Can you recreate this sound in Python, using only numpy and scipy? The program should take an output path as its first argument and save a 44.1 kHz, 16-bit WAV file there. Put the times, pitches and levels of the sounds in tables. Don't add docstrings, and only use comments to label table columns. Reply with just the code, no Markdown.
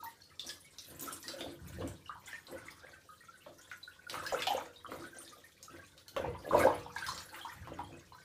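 import sys
import numpy as np
from scipy import signal
from scipy.fft import rfft, irfft, next_fast_len
from scipy.io import wavfile

SR = 44100
rng = np.random.default_rng(int(sys.argv[2]) if len(sys.argv) > 2 else 0)


def transcribe(u):
    v = np.clip(np.atleast_2d(u).T, -1, 1)
    q = np.round(v * 32767).astype(np.int16)
    wavfile.write(sys.argv[1], SR, q)


N = 363384

# frequency in Hz, relative density in dB.
ROOM_TONE_SPECTRUM = [(15, -38.5), (30, -4.5), (85, -31.5), (200, -8), (500, -6.5), (1000, -30),
                      (1600, -50), (4000, -16), (15000, -27.5)]
CHURN_SPECTRUM = [(250, -18), (600, -12), (1000, -0.5), (1550, 4), (2200, 0.5), (3400, -3), (5000, -6),
                  (9000, -24)]
SPRAY_SPECTRUM = [(1500, -11), (3500, -8), (5000, -8.5), (7000, -7), (9000, -4.5), (12000, -4.5),
                  (15500, -1)]
# frequency in Hz, T60 in seconds.
ROOM_DECAY = [(150, 0.29), (600, 0.26), (1500, 0.22), (5000, 0.28), (14000, 0.27)]
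# frequency in Hz, bandwidth in Hz, relative gain in dB.
SHELL_MODES = [(91, 31, -0.5), (114, 25, -18.5), (142.6, 7.4, -2), (171, 7.6, -9)]
HOLLOW_MODES = [(288, 3.6, 5.4), (340.8, 16, 12), (408, 25, 3.7)]
BASIN_MODES = [(483, 2.8, 3.5), (532.3, 35.5, 10.5), (587, 10.6, 8.5), (658, 16, 4), (692, 53, 0.5)]
# start in seconds, length in seconds, boom level in dB.
SHOVES = [(0.92, .2, -62), (1.46, 0.012, -61), (1.63, 0.15, -50.5), (1.79, 0.04, -43), (2.15, 0.4, -63),
          (2.55, 0.49, -62.5), (4.17, 0.79, -57.5), (4.93, 0.11, -61), (5.74, .1, -61),
          (6.24, 0.079, -44.5), (6.57, 0.52, -46), (7.1, 0.032, -52.5), (7.61, 0.26, -49.5),
          (7.95, .28, -61.5)]
# start in seconds, length in seconds, then slosh, hollow, churn and spray levels in dB.
STROKES = [(0.023, 0.017, -73, -65, -66, -52), (0.466, 0.031, -58.5, -60, -59.5, -48.5),
           (0.796, 0.047, -87, -77, -61.5, -55), (0.906, 0.035, -57.5, -58, -60, -63),
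           (1.022, 0.11, -58, -51, -52, -48), (1.274, 0.042, -58.5, -55, -51, -49.5),
           (1.405, 0.087, -50, -47.5, -61.5, -59.5), (1.655, .14, -64, -61, -59.5, -57.5),
           (1.816, 0.06, -47, -45, -52.5, -72), (2.268, 0.083, -68, -70, -55, -54.5),
           (2.511, 0.054, -57, -52, -51.5, -62.5), (2.662, 0.033, -70.5, -66, -55.5, -61),
           (2.836, 0.094, -63.5, -70, -62, -68), (3.485, .005, -60, -58.5, -66, -75),
           (3.576, 0.21, -75, -79, -65.5, -62.5), (4.127, 0.24, -51.5, -56, -46.5, -49.5),
           (4.349, .07, -56, -56.5, -42.5, -49.5), (4.509, .1, -41.5, -52.5, -47, -52.5),
           (4.917, 0.12, -50.5, -49.5, -57, -59), (5.161, 0.25, -62.5, -64, -61.5, -59.5),
           (5.728, 0.038, -60.5, -58, -58.5, -66.5), (6.198, 0.072, -42, -48.5, -49, -101),
           (6.426, 0.14, -60, -57, -60, -58), (6.531, 0.15, -29.5, -36.5, -40.5, -69),
           (6.584, 0.01, -38, -45, -37.5, -43), (6.732, 0.076, -67, -73, -50, -62.5),
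           (6.963, 0.13, -68, -69, -51, -55), (7.061, 0.16, -56.5, -65, -50.5, -51),
           (7.327, 0.31, -66, -63.5, -52.5, -55.5), (7.708, 0.1, -54, -52.5, -55.5, -75),
           (7.922, .03, -56.5, -55.5, -77, -89)]
# start in seconds, relative level in dB, centre in Hz.
SLAPS = [(0.395, -39.5, 3880), (0.491, -37, 5030), (0.784, -39.5, 5000), (0.995, -38.5, 7760),
         (1.009, -37.5, 13200), (1.127, -33.5, 8700), (1.228, -41.5, 5540), (1.281, -33.5, 4400),
         (1.407, -36, 3470), (1.875, -43, 8000), (2.258, -55.5, 6300), (2.33, -49, 2370),
         (2.468, -48, 3970), (3.463, -48, 900), (3.714, -39.5, 2000), (4.097, -33.5, 3900),
         (4.142, -33, 1480), (4.264, -34.5, 4330), (4.323, -31, 690), (4.421, -28.5, 3060),
         (4.469, -28.5, 3160), (4.918, -38, 1310), (5.277, -47.5, 3600), (5.6277, -42.5, 6260),
         (5.865, -58, 7700), (5.978, -51, 4100), (6.081, -44.5, 4340), (6.081, -50.5, 12700),
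         (6.1647, -37, 3150), (6.164, -32.5, 970), (6.983, -41.5, 4660), (7.065, -36.5, 4100),
         (7.088, -34, 4270), (7.177, -38, 4300), (7.344, -41, 1800), (7.6732, -40.5, 1050),
         (7.788, -43, 970)]
# start in seconds, pitch in Hz, peak in dB.
DRIPS = [(0.0, 1270, -48), (0.0278, 913, -40.5), (0.059, 1864, -46), (0.219, 4330, -48.5),
         (0.3946, 3580, -33.5), (0.4952, 1704, -46), (0.647, 2220, -55.5), (1.0759, 1323, -36.5),
         (1.2389, 1874, -48.5), (1.4256, 3560, -43), (2.059, 2865, -47.5), (2.2761, 2030, -46.5),
         (2.3293, 1815, -38), (2.5628, 1480, -48), (2.8308, 1600, -50), (2.931, 1540, -48.5),
         (3.0882, 1240, -47.5), (3.205, 1860, -53), (3.283, 1350, -46.5), (3.338, 1504, -52.5),
         (3.714, 1440, -39.5), (3.83, 3960, -41.5), (3.8753, 1470, -42.5), (3.9883, 1495, -50.5),
         (4.0663, 1450, -40.5), (4.266, 1640, -33.5), (4.4757, 2990, -26), (4.76, 3770, -47.5),
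         (4.863, 3130, -49), (5.018, 1280, -48), (5.04, 1474, -43.5), (5.129, 1547, -48.5),
         (5.1862, 9000, -38), (5.3248, 1215, -49), (5.4385, 1825, -51), (5.6796, 1300, -45.5),
         (5.79, 1590, -48), (6.448, 1673, -46), (6.9619, 1670, -32.5), (7.0233, 1572, -34),
         (7.413, 3220, -41.5), (7.4965, 1880, -43), (7.845, 3220, -52), (7.927, 2526, -53),
         (8.128, 4080, -56), (8.18, 1515, -54)]
# start in seconds, pitch in Hz, peak in dB.
AIR_POCKETS = [(1.3354, 540, -40.5), (1.4542, 510, -46.5), (1.8025, 496, -36.5), (1.8383, 270, -36.5),
               (2.094, 1190, -34), (2.155, 950, -44), (2.5251, 508, -39.5), (3.4641, 580, -44),
               (4.1473, 870, -38), (4.3247, 575, -31), (4.337, 495, -31.5), (4.471, 756, -27),
               (4.504, 767, -25.5), (4.578, 895, -28.5), (4.846, 1220, -38), (6.166, 538, -31),
               (6.244, 874, -34), (6.278, 463, -33), (6.3476, 930, -40), (6.509, 1080, -26),
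               (6.533, 486, -23.5), (6.5436, 545, -16.5), (6.545, 937, -21), (6.56, 331, -27.5),
               (6.5967, 1226, -28), (6.6512, 603, -18.5), (6.6692, 867, -17.5), (6.8622, 887, -37.5),
               (6.9617, 920, -36), (7.0852, 1060, -32), (7.4489, 950, -35), (7.7915, 892, -32),
               (8.1212, 973, -44)]

TOP_HZ = 15550


def amp(db):
    return 10 ** (np.asarray(db) / 20)


def unit_rms(x):
    return x / np.sqrt(np.mean(x ** 2) + 1e-20)


def log_interp(points, hz):
    point_hz, values = np.transpose(points)
    return np.interp(np.log(hz + 1), np.log(point_hz + 1), values)


def filtered(x, response):
    size = next_fast_len(len(x) + SR // 2)
    return irfft(rfft(x, size) * response(np.fft.rfftfreq(size, 1 / SR)), size)[:len(x)]


def coloured(x, spectrum):
    return unit_rms(filtered(x, lambda hz: amp(log_interp(spectrum, hz))))


def add(track, start_s, sound):
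    start = int(np.clip(round(start_s * SR), 0, N - 1))
    track[start:start + len(sound)] += sound[:N - start]


def ringing(x, modes):
    return filtered(x, lambda hz: sum(amp(db) * 1j * hz * width / (centre**2 - hz**2 + 1j * hz * width)
                                      for centre, width, db in modes))


def driven(x, level_db, modes):
    return ringing(amp(level_db) * x, modes) / ringing(x, modes).std()


def gesture_db(rows, attack_s, fall_db_per_s, rest_db, sag_db_per_s=30):
    t = np.arange(0, N, 32) / SR
    power = amp(rest_db) ** 2
    for start_s, length_s, db in rows:
        age_s = t - start_s
        swell_db = 20 * np.minimum(age_s, 0) / attack_s
        sag_db = sag_db_per_s * np.clip(age_s, 0, length_s)
        fall_db = fall_db_per_s * np.maximum(age_s - length_s, 0)
        power = power + amp(db + swell_db - sag_db - fall_db) ** 2
    return np.interp(np.arange(N) / SR, t, 10 * np.log10(power))


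def bubble(age_cycles, life_cycles, rise, attack_cycles):
    phase = 2 * np.pi * age_cycles * (1 + rise * age_cycles / life_cycles / 2)
    swell = (1 - np.exp(-age_cycles / attack_cycles)) ** 2
    return np.sin(phase) * amp(-60 * age_cycles / life_cycles) * swell


def swarm(count, lo_hz, hi_hz, life_cycles, spread_db, samples):
    when, pitch, strength = rng.random((count, 3)).T[:, :, None]
    age_cycles = lo_hz * (hi_hz / lo_hz) ** pitch * np.arange(samples) / SR
    gains = amp(spread_db * np.minimum(-np.log(strength), 4))
    grains = gains * bubble(age_cycles, life_cycles, rise=0.02, attack_cycles=0.11)
    indices = (when * N).astype(int) + np.arange(samples)
    return unit_rms(np.bincount(indices.ravel(), grains.ravel(), N + samples)[:N])


def room_tone():
    return amp(-71.5) * coloured(rng.standard_normal(N), ROOM_TONE_SPECTRUM)


def echoes(count, walls_db, room_db, walls_t60_s):
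    hz, t, spectra = signal.stft(rng.standard_normal((count, SR // 3)), SR, nperseg=256)
    decay = amp(-60 * t / log_interp(ROOM_DECAY, hz)[:, None])
    tail = signal.istft(spectra * decay, SR, nperseg=256)[1]
    t = np.arange(tail.shape[1]) / SR
    tail = tail * np.clip(t / 0.0082, 0, 1)
    walls = rng.standard_normal(tail.shape) * amp(-60 * t / walls_t60_s) * (t > 0.002)
    paths = amp(room_db) * tail / np.linalg.norm(tail[0])
    paths += amp(walls_db) * walls / np.linalg.norm(walls[0])
    paths[:, 0] += 1
    return paths


def in_tub(x, walls_db, room_db, spots):
    out = np.zeros(N)
    paths = echoes(spots, walls_db, room_db, walls_t60_s=0.11)
    for piece, path in zip(np.array_split(np.arange(N), spots), paths):
        add(out, piece[0] / SR, signal.fftconvolve(x[piece], path / np.linalg.norm(path)))
    return out


def tub_boom(hollow_db):
    shove_db = gesture_db(SHOVES, attack_s=0.1, fall_db_per_s=108, rest_db=-71.5)
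    wave_db = hollow_db - 12
    boom_db = 20 * np.log10(np.hypot(amp(shove_db), amp(wave_db)))
    push = coloured(rng.standard_normal(N), [(20, -14), (60, 0), (200, -0.5), (400, -40)])
    heave = coloured(rng.standard_normal(N), [(100, -17.5), (250, 6.5), (400, -8.5), (800, -3.5)])
    return driven(push, boom_db, SHELL_MODES) + driven(heave, hollow_db, HOLLOW_MODES)


def stroke_levels_db():
    start_s, length_s, *levels_db = np.transpose(STROKES)
    falls_db_per_s = 183, 162, 143, 135
    rests_db = -77, -80, -71, -70
    return [gesture_db(zip(start_s, length_s, db), attack_s=0.056, fall_db_per_s=fall, rest_db=rest)
            for db, fall, rest in zip(levels_db, falls_db_per_s, rests_db)]


def stirred_water(slosh_db, churn_db, spray_db):
    big = swarm(count=1700, lo_hz=343, hi_hz=980, life_cycles=5.2, spread_db=5, samples=900)
    slosh = driven(big, slosh_db, BASIN_MODES)
    medium = swarm(count=3600, lo_hz=781, hi_hz=4750, life_cycles=31, spread_db=4.5, samples=700)
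    churn = amp(churn_db) * coloured(medium, CHURN_SPECTRUM)
    tiny = swarm(count=2000, lo_hz=3000, hi_hz=13500, life_cycles=32, spread_db=5, samples=500)
    clicks = swarm(count=1800, lo_hz=3500, hi_hz=15000, life_cycles=5, spread_db=5, samples=60)
    spray = amp(spray_db) * coloured(tiny + 0.6 * clicks, SPRAY_SPECTRUM)
    drops = swarm(count=240, lo_hz=1300, hi_hz=7000, life_cycles=36, spread_db=1.8, samples=900)
    trickle = amp(-70.5) * drops
    near_spray = in_tub(spray, walls_db=6, room_db=-1, spots=60)
    return slosh + near_spray + in_tub(churn + trickle, walls_db=15, room_db=10, spots=28)


def slaps():
    out, t = np.zeros(N), np.arange(SR // 20) / SR
    attack_s, t60_s = 0.0005, 0.014
    envelope = amp(-60 * t / t60_s) * (1 - np.exp(-t / attack_s))
    paths = echoes(len(SLAPS), walls_db=0.5, room_db=-1.16, walls_t60_s=0.16)
    for (start_s, db, hz), path in zip(SLAPS, paths):
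        spectrum = [(hz / 5, -22), (hz / 1.47, -11), (hz, 0),
                    (hz * 1.42, -12), (hz * 3, -24), (hz * 7, -40)]
        crack = coloured(rng.standard_normal(len(t)), spectrum) * envelope
        slap = signal.fftconvolve(crack, path)
        add(out, start_s, amp(db + 4.5) * slap / np.abs(slap).max())
        for delay, pitch, strength in rng.standard_normal((5, 3)):
            lag_s = 0.037 * abs(delay)
            droplet_hz = min(hz * 2 ** (0.29 * pitch), TOP_HZ)
            gain_db = db - 20.5 + 2 * strength - 120 * lag_s
            droplet = bubble(droplet_hz * t, life_cycles=16, rise=0.067, attack_cycles=3.8)
            add(out, start_s + lag_s, amp(gain_db) * droplet)
    return out


def plops(rows, mid_life_cycles, halvings_per_10_db, swell_share, rise, walls_db, room_db, shed_db):
    out, t = np.zeros(N), np.arange(SR // 8) / SR
    paths = echoes(len(rows), walls_db, room_db, walls_t60_s=0.065)
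    mid_db = np.mean([db for _, _, db in rows])
    max_shed_lag_s = 0.035
    for (start_s, hz, db), path in zip(rows, paths):
        life_cycles = mid_life_cycles * 2 ** (halvings_per_10_db * (mid_db - db) / 10)
        attack_cycles = swell_share * life_cycles
        bubbles = bubble(hz * t, life_cycles, rise, attack_cycles)
        for delay, pitch in rng.random((2, 2)):
            age_cycles = hz * (1 + 0.323 * pitch) * np.maximum(t - max_shed_lag_s * delay, 0)
            bubbles += amp(shed_db) * bubble(age_cycles, 0.76 * life_cycles, rise, 0.7 * attack_cycles)
        plop = signal.fftconvolve(bubbles, path)
        add(out, start_s, amp(db) * plop / np.abs(plop).max())
    return out + amp(-26.5) * ringing(out, BASIN_MODES)


def fur_drips():
    return plops(DRIPS, mid_life_cycles=76, halvings_per_10_db=0.62, swell_share=0.038, rise=0.025,
                 walls_db=-2.5, room_db=1, shed_db=-13.5)


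def air_pockets():
    return plops(AIR_POCKETS, mid_life_cycles=18.2, halvings_per_10_db=0.13, swell_share=0.077,
                 rise=0.04, walls_db=-1, room_db=0.5, shed_db=-11.5)


def scene():
    slosh_db, hollow_db, churn_db, spray_db = stroke_levels_db()
    air = room_tone()
    water = air_pockets() + fur_drips() + slaps() + stirred_water(slosh_db, churn_db, spray_db)
    return (air + water + tub_boom(hollow_db))[None]


def record(dry):
    return filtered(dry[0], lambda hz: hz < TOP_HZ)[None]


dry = scene()
out = record(dry)
transcribe(out)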